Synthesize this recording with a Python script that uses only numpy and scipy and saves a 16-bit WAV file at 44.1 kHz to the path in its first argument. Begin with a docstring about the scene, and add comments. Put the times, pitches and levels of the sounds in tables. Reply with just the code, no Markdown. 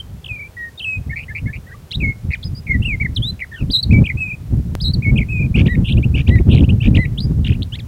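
"""A thrush-like songbird on a fence post warbles: whistles and buzzes first, then sweeps, trills and reedy notes.
The two sides of its syrinx sing as gliding tones, and low reeds sweep their overtones through a throat resonance.
The open scrub returns a faint short echo; an even hiss of air and electronics lasts throughout.
Weak gusts of shaped noise open the scene, the first very strong one comes at 3.9 s, a lone click at 4.75 s.
Stronger gusts and breeze follow, the hardest pushed into clipping, and the song ends in scratches and ticks."""
import sys
import numpy as np
from scipy import signal
from scipy.fft import rfft, irfft
from scipy.io import wavfile
from scipy.ndimage import uniform_filter1d

SR = 44100
rng = np.random.default_rng(int(sys.argv[2]) if len(sys.argv) > 2 else 0)


def generate_wav(sig):
    """Save sig (samples, or channels by samples) to the path in sys.argv[1] as 16-bit PCM at SR."""
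    pcm = np.round(np.clip(np.atleast_2d(sig).T, -1, 1) * 32767).astype(np.int16)
    wavfile.write(sys.argv[1], SR, pcm)


N = 347067


def undb(db):
    """Level law: 20 dB is a tenfold amplitude."""
    return 10 ** (np.asarray(db) / 20)


def gain_at(hz, points):
    """Frequency response: gain of a (frequency_hz, level_db) curve, interpolated over log frequency."""
    f, db = np.transpose(points)
    return undb(np.interp(np.log(hz + 0.0006), np.log(f), db))


def noise(gain):
    """Spectral shaping: white noise weighted by gain(hz) and brought to rms 1."""
    spectrum = rfft(rng.standard_normal(N)) * gain(np.fft.rfftfreq(N, 1 / SR))
    x = irfft(spectrum, N)
    return x / x.std()


def walk(rate):
    """Slow random modulation: levels held 1 / rate s, smoothed twice, with a standard deviation of 1."""
    hold = max(2, int(SR / rate))
    steps = np.repeat(rng.standard_normal(N // hold + 1), hold)
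    x = uniform_filter1d(uniform_filter1d(steps, hold), hold)[:N]
    return x / x.std()


def sung(voice):
    """Motor programme: song notes of one voice, each syllable at its own time, strength, pitch and pace."""
    # Repertoire: syllable name -> gestures of one voice each. "lead" and "second" are the two sides of the
    # syrinx, "reed" is a low note rich in overtones. Warbled gestures add a trill, reeds a throat resonance:
    # voice, start_s, length_s, first_hz, middle_hz, last_hz, level_db (relative),
    # trill_rate_hz, trill_depth_octaves, throat_hz; start, length, pitch and rate before the song's ratios
    syllables = { "whistle": [("lead", 0, .13, 1925, 1883, 1850, 0)],
                 "flick": [("lead", 0, .01, 3550, 3050, 2550, 0)],
                 "tick": [("lead", 0, .004, 2730, 3600, 4400, 0)],
                 "chip": [("second", 0, .004, 3900, 3100, 2200, -10),
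                 ("lead", 0, .02, 2300, 2530, 2950, 0)],
                 "buzz": [("lead", .001, .028, 2200, 2330, 2230, 1.5, 155, -0.083),
                 ("lead", .027, .024, 2380, 2480, 2580, -6, 152, -0.154),
                 ("reed", .002, .044, 2200, 2300, 2330, -30, 155, -0.11, 3960)],
                 "twitter": [("lead", 0, .033, 2450, 2155, 2130, 0, 63, -0.1)],
                 "thin trill": [("lead", 0, 0.047, 4680, 4900, 4900, 0, 49, 0.035)],
                 "waver": [("lead", 0, .071, 2640, 2446, 2480, 0),
                 ("lead", .061, .132, 2440, 2303, 2394, -3, 30, 0.036)],
                 "tumble": [("lead", 0, 0.01425, 3600, 3700, 3670, -3.5),
                 ("lead", .016, .019, 4500, 2890, 2890, 0),
                 ("lead", .033, .037, 2530, 3135, 2950, 0, 45, -0.086)],
                 "duet": [("lead", 0, .028, 1880, 2110, 2080, 0),
                 ("second", .015, 0.042, 1720, 1700, 1820, -2.35)],
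                 "sigh": [("lead", 0, .028, 1735, 1850, 1960, 0),
                 ("second", 0.026, .016, 1290, 1194, 1230, -6)],
                 "zip": [("reed", 0, 0.0205, 1500, 1964, 2680, 0, 112, 0.16, 3600),
                 ("lead", .016, .034, 2300, 3480, 3930, 0, 121, -0.066)],
                 "settle": [("lead", 0, 0.046, 2620, 2430, 2100, -7, 52, 0.065),
                 ("lead", 0.0341, .032, 2260, 2170, 2200, 0.89), ("lead", .056, .07, 2166, 2158, 2168, 0)],
                 "burr": [("lead", 0, .029, 2300, 2344, 2100, -6, 150, 0.212),
                 ("lead", .028, .015, 1970, 2444, 1894, 0),
                 ("reed", .008, .035, 1700, 2340, 2800, -26, 150, 0.21, 4200),
                 ("reed", 0.036, 0.019, 2700, 1800, 1403, -7.5, 0, 0, 2260)],
                 "hiccup": [("lead", 0, .016, 4530, 3350, 5090, 0),
                 ("lead", 0.011, .044, 4850, 5040, 4750, -7)],
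                 "step": [("lead", 0, 0.0341, 2380, 2240, 2124, -9.5, 98.8, 0.1),
                 ("lead", .03, .04, 2210, 2112, 2215, 0), ("lead", .069, .036, 2055, 1956, 1910, -5)],
                 "slur": [("lead", 0, .02, 2700, 2810, 3300, -7.5),
                 ("lead", .026, 0.028, 2510, 2820, 2880, 0), ("lead", .05, 0.085, 2770, 2374, 2040, -1.2)],
                 "two-note": [("lead", 0, .036, 2130, 2313, 1990, 0),
                 ("lead", .048, .02, 2160, 2086, 1780, -1.7)],
                 "swoop": [("lead", 0, .014, 6200, 5130, 4300, -20.5),
                 ("lead", .014, .022, 4300, 3350, 3020, 0), ("lead", .074, .036, 3100, 3440, 3620, 1),
                 ("lead", .1, .066, 3540, 3890, 4060, -2.4)],
                 "whine": [("second", 0, 0.0497, 1905, 1800, 1650, 0.5),
                 ("second", .045, .06, 1620, 1450, 1270, -12.5, 44, .06),
                 ("reed", .018, .1, 1759, 1450, 1220, 0, 44, .08, 2220)],
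                 "arch": [("lead", 0, .016, 2900, 3900, 4400, -2.5),
                 ("lead", .013, .021, 4800, 4800, 4050, 0)],
                 "shiver": [("lead", 0, 0.0481, 4020, 3960, 3980, 0, 70.5, 0.0672),
                 ("lead", .043, .034, 3980, 4010, 4080, -5.5, 70.5, 0.055),
                 ("lead", .097, .016, 4620, 4280, 3700, -4.5)],
                 "hook": [("lead", 0, 0.027, 2180, 2520, 2200, -4),
                 ("lead", 0.024, 0.06, 2260, 2240, 2290, 0)],
                 "peak": [("lead", 0, .024, 2700, 2520, 3240, -4),
                 ("lead", .0225, .018, 3460, 2520, 2300, 0)],
                 "long whistle": [("lead", 0, .046, 2480, 2620, 2600, -5),
                 ("lead", .032, .064, 2570, 2530, 2490, 1),
                 ("lead", .086, 0.088, 2500, 2475, 2435, -4, 27, 0.049)],
                 "rattle": [("lead", .002, .021, 2330, 2560, 2950, 0),
                 ("reed", 0.021, .06, 1370, 1340, 1500, -1, 70, 0.336, 2570)],
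                 "yodel": [("reed", 0, .023, 1200, 1460, 2600, 0, 0, 0, 2700),
                 ("lead", .022, 0.014, 4000, 2600, 1850, -1.7),
                 ("reed", 0.033, .082, 1990, 1972, 1960, 0, 13.5, -0.043, 2030),
                 ("lead", .108, .008, 2600, 2160, 2800, -1)],
                 "churr": [("lead", 0, 0.037, 2830, 3010, 3090, -5.5, 118, 0.223),
                 ("lead", .026, .042, 3080, 3080, 3050, 0, 100, 0.383)],
                 "slow churr": [("lead", 0, .06, 3500, 2800, 3000, 0, 53, -0.48)],
                 "rise": [("lead", 0, .022, 2630, 3200, 3800, 0),
                 ("lead", 0.031, 0.0079, 4680, 3800, 4800, -2)],
                 "scratch": [("reed", 0, .025, 1700, 1370, 2460, 0, 0, 0, 2740),
                 ("second", .003, 0.0083, 3700, 2900, 1500, -1.03)],
                 "creak": [("reed", 0, .041, 1400, 1716, 2240, 0, 0, 0, 2900),
                 ("reed", .066, 0.019, 2720, 2100, 1600, -2.5, 0, 0, 2950)]}
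    # Order of the song: start_s, syllable, level_db (added to the gesture's), pitch_ratio, duration_ratio
    song = [ (0, "whistle", -24, 1.65, 0.1), (0.243, "flick", -28, 1, 0.86),
            (.259, "flick", -25.5, 0.99, 1.1), (.279, "flick", -33.5, 1, 1),
            (.289, "waver", -22.5, 1.002, 0.98), (.568, "whistle", -22.5, 1.001, 0.97),
            (0.776, "tumble", -21.5, 1.003, 1.03), (0.844, "whistle", -16, 1.357, 1.07),
            (1.095, "duet", -24.5, 1.04, 0.99), (1.158, "buzz", -16, 1, 0.93),
            (1.196, "buzz", -24, 1.076, 1), (1.282, "duet", -27, 1.004, 0.88),
            (1.349, "buzz", -17.5, 1.012, 0.93), (1.458, "duet", -27.5, 1.03, 1.03),
            (1.529, "buzz", -23.5, 1.02, 0.9), (1.666, "duet", -38, 0.93, 1.25),
            (1.714, "sigh", -34.5, 1.03, 1.04), (1.909, "zip", -18.5, 1.007, 1.01),
            (2.001, "settle", -14.5, 1.005, 0.98), (2.305, "burr", -12.5, 1.006, 1),
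            (2.428, "hiccup", -24, 1, 1.02), (2.55, "thin trill", -31, 1, 1.05),
            (2.667, "step", -11, 1.004, 0.95), (2.82, "slur", -16, 1, 1.01), (3, "two-note", -14, 0.99, 1),
            (3.148, "swoop", -17.5, 1, 0.98), (3.393, "flick", -29, 0.79, 0.44),
            (3.401, "tick", -22.5, 0.66, 1.26), (3.409, "twitter", -17.5, .98, 1.06),
            (3.441, "flick", -31.5, .55, 0.9), (3.516, "whine", -26.5, 1.016, 0.97),
            (3.7, "arch", -18.5, 1, 1), (3.731, "shiver", -8, 1, 1), (3.908, "hook", -14.5, 1.023, 1.03),
            (4.04, "peak", -17, 0.99, 0.99), (4.09, "twitter", -17, 1.014, 0.93),
            (4.172, "long whistle", -17.5, 1.002, 1.04), (4.801, "arch", -20.5, 1.043, 1.15),
            (4.838, "shiver", -15, 1.016, 1.005), (5.022, "hook", -16, .98, 1.02),
            (5.158, "peak", -14.5, 0.99, 0.93), (5.203, "twitter", -16.5, 1.043, 0.95),
            (5.287, "long whistle", -18.5, 0.99, 1.03), (5.541, "rattle", -16, 1, 1),
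            (5.654, "yodel", -19, 0.97, .9), (5.844, "churr", -18.5, 1.03, 1.04),
            (5.911, "chip", -18.5, 1.08, .85), (5.92, "tick", -22.5, 1.03, 2.1),
            (5.931, "flick", -26, 0.97, 1), (5.97, "chip", -23.5, 1.03, 0.9),
            (6.027, "chip", -20, .98, 1.17), (6.139, "rattle", -19.5, 1.05, 1),
            (6.266, "yodel", -21, 0.99, 1.09), (6.489, "churr", -21, 1.04, 0.95),
            (6.546, "slow churr", -21.5, 1.07, 0.92), (6.606, "flick", -21, 1.01, .5),
            (6.635, "chip", -27, 1.06, 0.91), (6.69, "chip", -18.5, 1.053, 0.9),
            (6.802, "rattle", -19.5, 1.08, 1.01), (6.943, "yodel", -18.5, 1.01, 1.01),
            (7.175, "rise", -17.5, 1.056, 0.91), (7.207, "thin trill", -30, 0.99, 1.14),
            (7.443, "scratch", -24, 1.05, .85), (7.463, "scratch", -19, 1.08, 0.88),
            (7.489, "scratch", -28, 0.89, 0.93), (7.513, "scratch", -27.5, 0.95, 1.23),
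            (7.543, "chip", -33, .98, .9), (7.621, "tick", -23.5, 0.91, .9),
            (7.628, "tick", -22, 1.02, 1.2), (7.722, "creak", -20, 1, 1.01),
            (7.752, "tick", -27, 0.84, 1.9)]
    notes = []
    for start, syllable, level_db, pitch, stretch in song:
        for who, offset, length, first, middle, last, db, *trill in syllables[syllable]:
            if who == voice:
                # a slower syllable also trills more slowly; the throat resonance stays put
                paced = [trill[0] / stretch, *trill[1:]] if trill else []
                notes.append((start + offset * stretch, length * stretch,
                              first * pitch, middle * pitch, last * pitch, level_db + db, *paced))
    return notes


def syrinx(notes, jitter=0.00413, trill_jitter=0.1227, shimmer_db=2.06, throat_offset=0.131,
           second_db=-1, third_db=-4):
    """Self-sustained oscillation: one membrane sings touching notes unbroken; weak overtones pass the beak."""
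    # how strongly overtones leave the beak: frequency_hz, level_db (second_db or third_db is added)
    beak = [(3000, -21), (4000, -41.5), (5000, -44), (6800, -39.5), (7800, -28.5), (8600, -26), (9600, -21),
            (11000, -34.5), (12300, -29), (15500, -28)]
    pull, strength, unsteady = np.zeros(N), np.zeros(N), walk(330)
    for start, length, *shape in notes:
        i = span(start, length)
        t = i / SR - start
        glide, swing, size = gesture(t, length, *shape)
        # the throat follows the glide but not the trill, so the note flashes each time it swings through resonance
        size = size * throat(swing + throat_offset) * chop(t, *shape[4:])
        pull[i] += glide * 2 ** (swing * (1 + trill_jitter * unsteady[i])) * size
        strength[i] += size
    # overlapping notes share one pitch, weighted by strength
    hz = pull / (strength + 1e-12) * (1 + jitter * walk(250))
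    phase = 2 * np.pi * np.cumsum(hz) / SR
    tone = np.sin(phase)
    for k, db in enumerate((second_db, third_db), 2):
        below_nyquist = k * hz < SR / 2
        tone += undb(db) * gain_at(k * np.abs(hz), beak) * below_nyquist * np.sin(k * phase)
    return tone * strength * undb(shimmer_db * walk(120))


def rasps(notes, throat_width=0.22):
    """Source and filter: low notes sweep overtones through a still throat, which picks out one after another."""
    # overtones at the membrane, in order from the fundamental: multiple, level_db (relative)
    rasp_source = [(1, -1.5), (2, 0.5), (3, -14), (4, -4), (5, -3.5)]
    out, wobble, flutter_db = np.zeros(N), .012 * walk(450), 2 * walk(350)
    for start, length, *shape, throat_hz in notes:
        i = span(start, length)
        glide, swing, size = gesture(i / SR - start, length, *shape)
        hz = np.abs(glide) * 2 ** swing
        # held notes are clean; above 30 octaves per s of sweep the membrane vibrates unsteadily
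        speed = np.abs(np.gradient(np.log2(hz))) * SR
        rough = np.clip(speed / 30 - 1, 0, 1)
        hz = hz * (1 + rough * wobble[i])
        size = size * undb(rough * flutter_db[i])
        phase = 2 * np.pi * np.cumsum(hz) / SR
        for k, (_, db) in enumerate(rasp_source, 1):
            resonance = throat(np.log2(k * hz / throat_hz), throat_width)
            out[i] += size * undb(db) * resonance * np.sin(k * phase)
    return out


def gesture(t, length, first, middle, last, db, trill=0, depth=0, edge_s=0.003, swell_db=30, place=0.457, lean=0.41):
    """Frequency modulation: glide (Hz), trill swing (octaves) and one pressure swell; rising notes peak late."""
    u = np.clip(t / length, 0, 1)
    # parabola through the first, middle and last pitch
    glide = first * (1 - u) * (1 - 2 * u) + 4 * middle * u * (1 - u) + last * u * (2 * u - 1)
    swing = depth * np.cos(2 * np.pi * trill * t)
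    gate = np.clip(np.minimum(t, length - t) / edge_s + .5, 0, 1)
    peak = place + lean * np.clip(np.log2(last / first), 0, .5)
    return glide, swing, gate * undb(db - swell_db * (u - peak) ** 2)


def span(start, length):
    """Time support: sample indices of a note with 5 ms to spare on each side."""
    begin = max(0, int((start - .005) * SR))
    end = min(N, int((start + length + .005) * SR))
    return np.arange(begin, end)


def throat(octaves, width=0.25):
    """Resonance: gain of the throat at a distance in octaves from its centre."""
    return 1 / (1 + (octaves / width) ** 2)


def chop(t, trill=0, depth=0, onset_rate=122, full_rate=150, most=0.61):
    """Amplitude modulation: the fastest trills throttle the airflow once a cycle."""
    share = np.clip((trill - onset_rate) / (full_rate - onset_rate), 0, 1) * most
    return 1 - share * (1 - np.sin(2 * np.pi * trill * t)) / 2


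def scrub(x, near_db=-20, near_t60_s=0.089, far_db=-29, far_t60_s=0.37, delay_s=0.006):
    """Diffuse scattering: posts and ground answer shortly; bushes further off add a thinner, longer echo."""
    t = np.arange(SR // 2) / SR
    response = 0
    for db, t60 in ((near_db, near_t60_s), (far_db, far_t60_s)):
        echoes = rng.standard_normal(len(t)) * np.exp(-np.log(1000) * t / t60) * (t > delay_s)
        response = response + undb(db) * echoes / np.linalg.norm(echoes)
    return x + signal.fftconvolve(x, response)[:N]


def click(decay_s=0.0024):
    """Step with exponential decay: the signal jumps once, heard as a lone sharp click."""
    # the lone sharp click: start_s, level_db
    click_event = (4.7522, -9)
    start, db = click_event
    t = np.arange(N) / SR - start
    return -undb(db) * (t >= 0) * np.exp(-np.abs(t) / decay_s)


def wind(eddy_db=4.5, eddy_rate=40, edge_hz=1300, fall=1.45, split_hz=220, brighten=0.45, full_db=-14,
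         steady_s=0.0591):
    """Turbulence: eddies burst on the microphone; faster air sheds smaller ones, so strong gusts are brighter."""
    # colour of the buffeting, held at edge_hz and falling above it: frequency_hz, level_db (relative, per Hz)
    buffet = [(12, -26.5), (20, -16), (65, 2), (118, 0.5), (220, -10), (565, -37), (1400, -59), (1820, -82),
              (3080, -120)]
    gust_db = wind_level()
    rumble = noise(lambda hz: gain_at(np.minimum(hz, edge_hz), buffet) / np.maximum(hz / edge_hz, 1) ** fall)
    eddies = eddy_db * walk(eddy_rate)
    large = signal.sosfiltfilt(signal.butter(2, split_hz, fs=SR, output="sos"), rumble)
    small = (rumble - large) * undb(brighten * (gust_db + eddies - full_db))
    pressure = (large + small) * undb(eddies)
    # the eddies share out the power that the gust brings
    power = uniform_filter1d(pressure ** 2, int(steady_s * SR))
    pressure = pressure / np.sqrt(np.abs(power) + 1e-9) * undb(gust_db)
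    # the diaphragm stiffens under the hardest pushes
    return 1.6 * np.tanh(pressure / 1.6)


def wind_level(attack_s=0.0086, release_s=0.013):
    """Power addition: wind level in dB; each gust rises quickly, holds and dies away on top of the breeze."""
    # gusts on the microphone: start_s, length_s, level_db
    gusts = [(0.108, 0.061, -30.5), (.855, .025, -34), (0.304, 0.026, -28.5), (0.967, 0.049, -23),
             (1.072, 0.045, -22), (1.29, 0.12, -32.5), (1.431, .035, -18), (1.468, .03, -24),
             (1.553, 0.037, -28), (1.968, 0.13, -17.5), (2.25, 0.065, -18), (2.453, .09, -23),
             (2.694, 0.26, -21), (2.754, 0.052, -14), (3.021, 0.025, -14.5), (3.058, 0.29, -26),
             (3.173, .06, -17), (3.604, .1, -17), (3.854, 0.044, -18), (3.903, 0.12, -6),
             (4.138, 0.074, -20), (4.512, 0.088, -12.5), (4.646, 0.11, -22.5), (4.81, 0.18, -19),
             (4.893, 0.018, -12), (4.967, 0.029, -16), (5.065, 0.15, -13), (5.117, 0.021, -10.5),
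             (5.347, 0.31, -16.5), (5.568, 0.1, -10), (5.776, 0.04, -9), (5.933, 0.06, -7),
             (6.035, 0.17, -14.5), (6.288, 0.047, -5.5), (6.354, 0.052, -8.5), (6.47, .17, -7),
             (6.678, 0.084, -11), (6.857, 0.031, -6.5), (6.907, 0.088, -8.5), (7.242, .24, -16),
             (7.385, .02, -14), (7.489, .035, -10.5), (7.555, 0.076, -20)]
    # breeze between the gusts: time_s, level_db
    breeze = [(0.0, -34.5), (0.83, -43), (1.14, -33.5), (1.82, -38), (3.11, -25.5), (3.44, -39),
              (4.03, -24.5), (4.27, -30.5), (5.74, -16.5), (6.25, -18.5), (6.49, -12), (7.87, -27.5)]
    t = np.arange(N) / SR
    power = undb(np.interp(t, *np.transpose(breeze))) ** 2
    for start, length, db in gusts:
        before = np.maximum(start - t, 0) / attack_s
        after = np.maximum(t - start - length, 0) / release_s
        power = power + (undb(db) * np.exp(-np.minimum(before + after, 20))) ** 2
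    return 10 * np.log10(power)


def hiss(level_db=-49.5):
    """Stationary noise: the steady hiss of air and electronics."""
    # colour of the hiss: frequency_hz, level_db (relative, per Hz)
    hiss_colour = [(30, 17.5), (150, 14.5), (400, 22.5), (900, 14.5), (2000, 9), (4000, 5.5), (8000, 2),
                   (16000, 0.5)]
    return undb(level_db) * noise(lambda hz: gain_at(hz, hiss_colour))


def scene():
    """Superposition: the bird with its echo, wind, click and hiss add to one channel."""
    lead = syrinx(sung("lead"))
    second = syrinx(sung("second"), jitter=0.029, shimmer_db=2.5)
    bird = scrub(lead + second + rasps(sung("reed")))
    return (bird + wind() + click() + hiss())[None]


def record(dry, top_hz=15800):
    """Overload and band limit: the hardest gusts clip with a small crackle; the top is cut."""
    clipped = np.clip(dry, -.95, .95)
    # order 10, 0.1 dB ripple, 80 dB rejection
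    return signal.sosfilt(signal.ellip(10, .1, 80, top_hz, fs=SR, output="sos"), clipped)


dry = scene()
out = record(dry)
generate_wav(out)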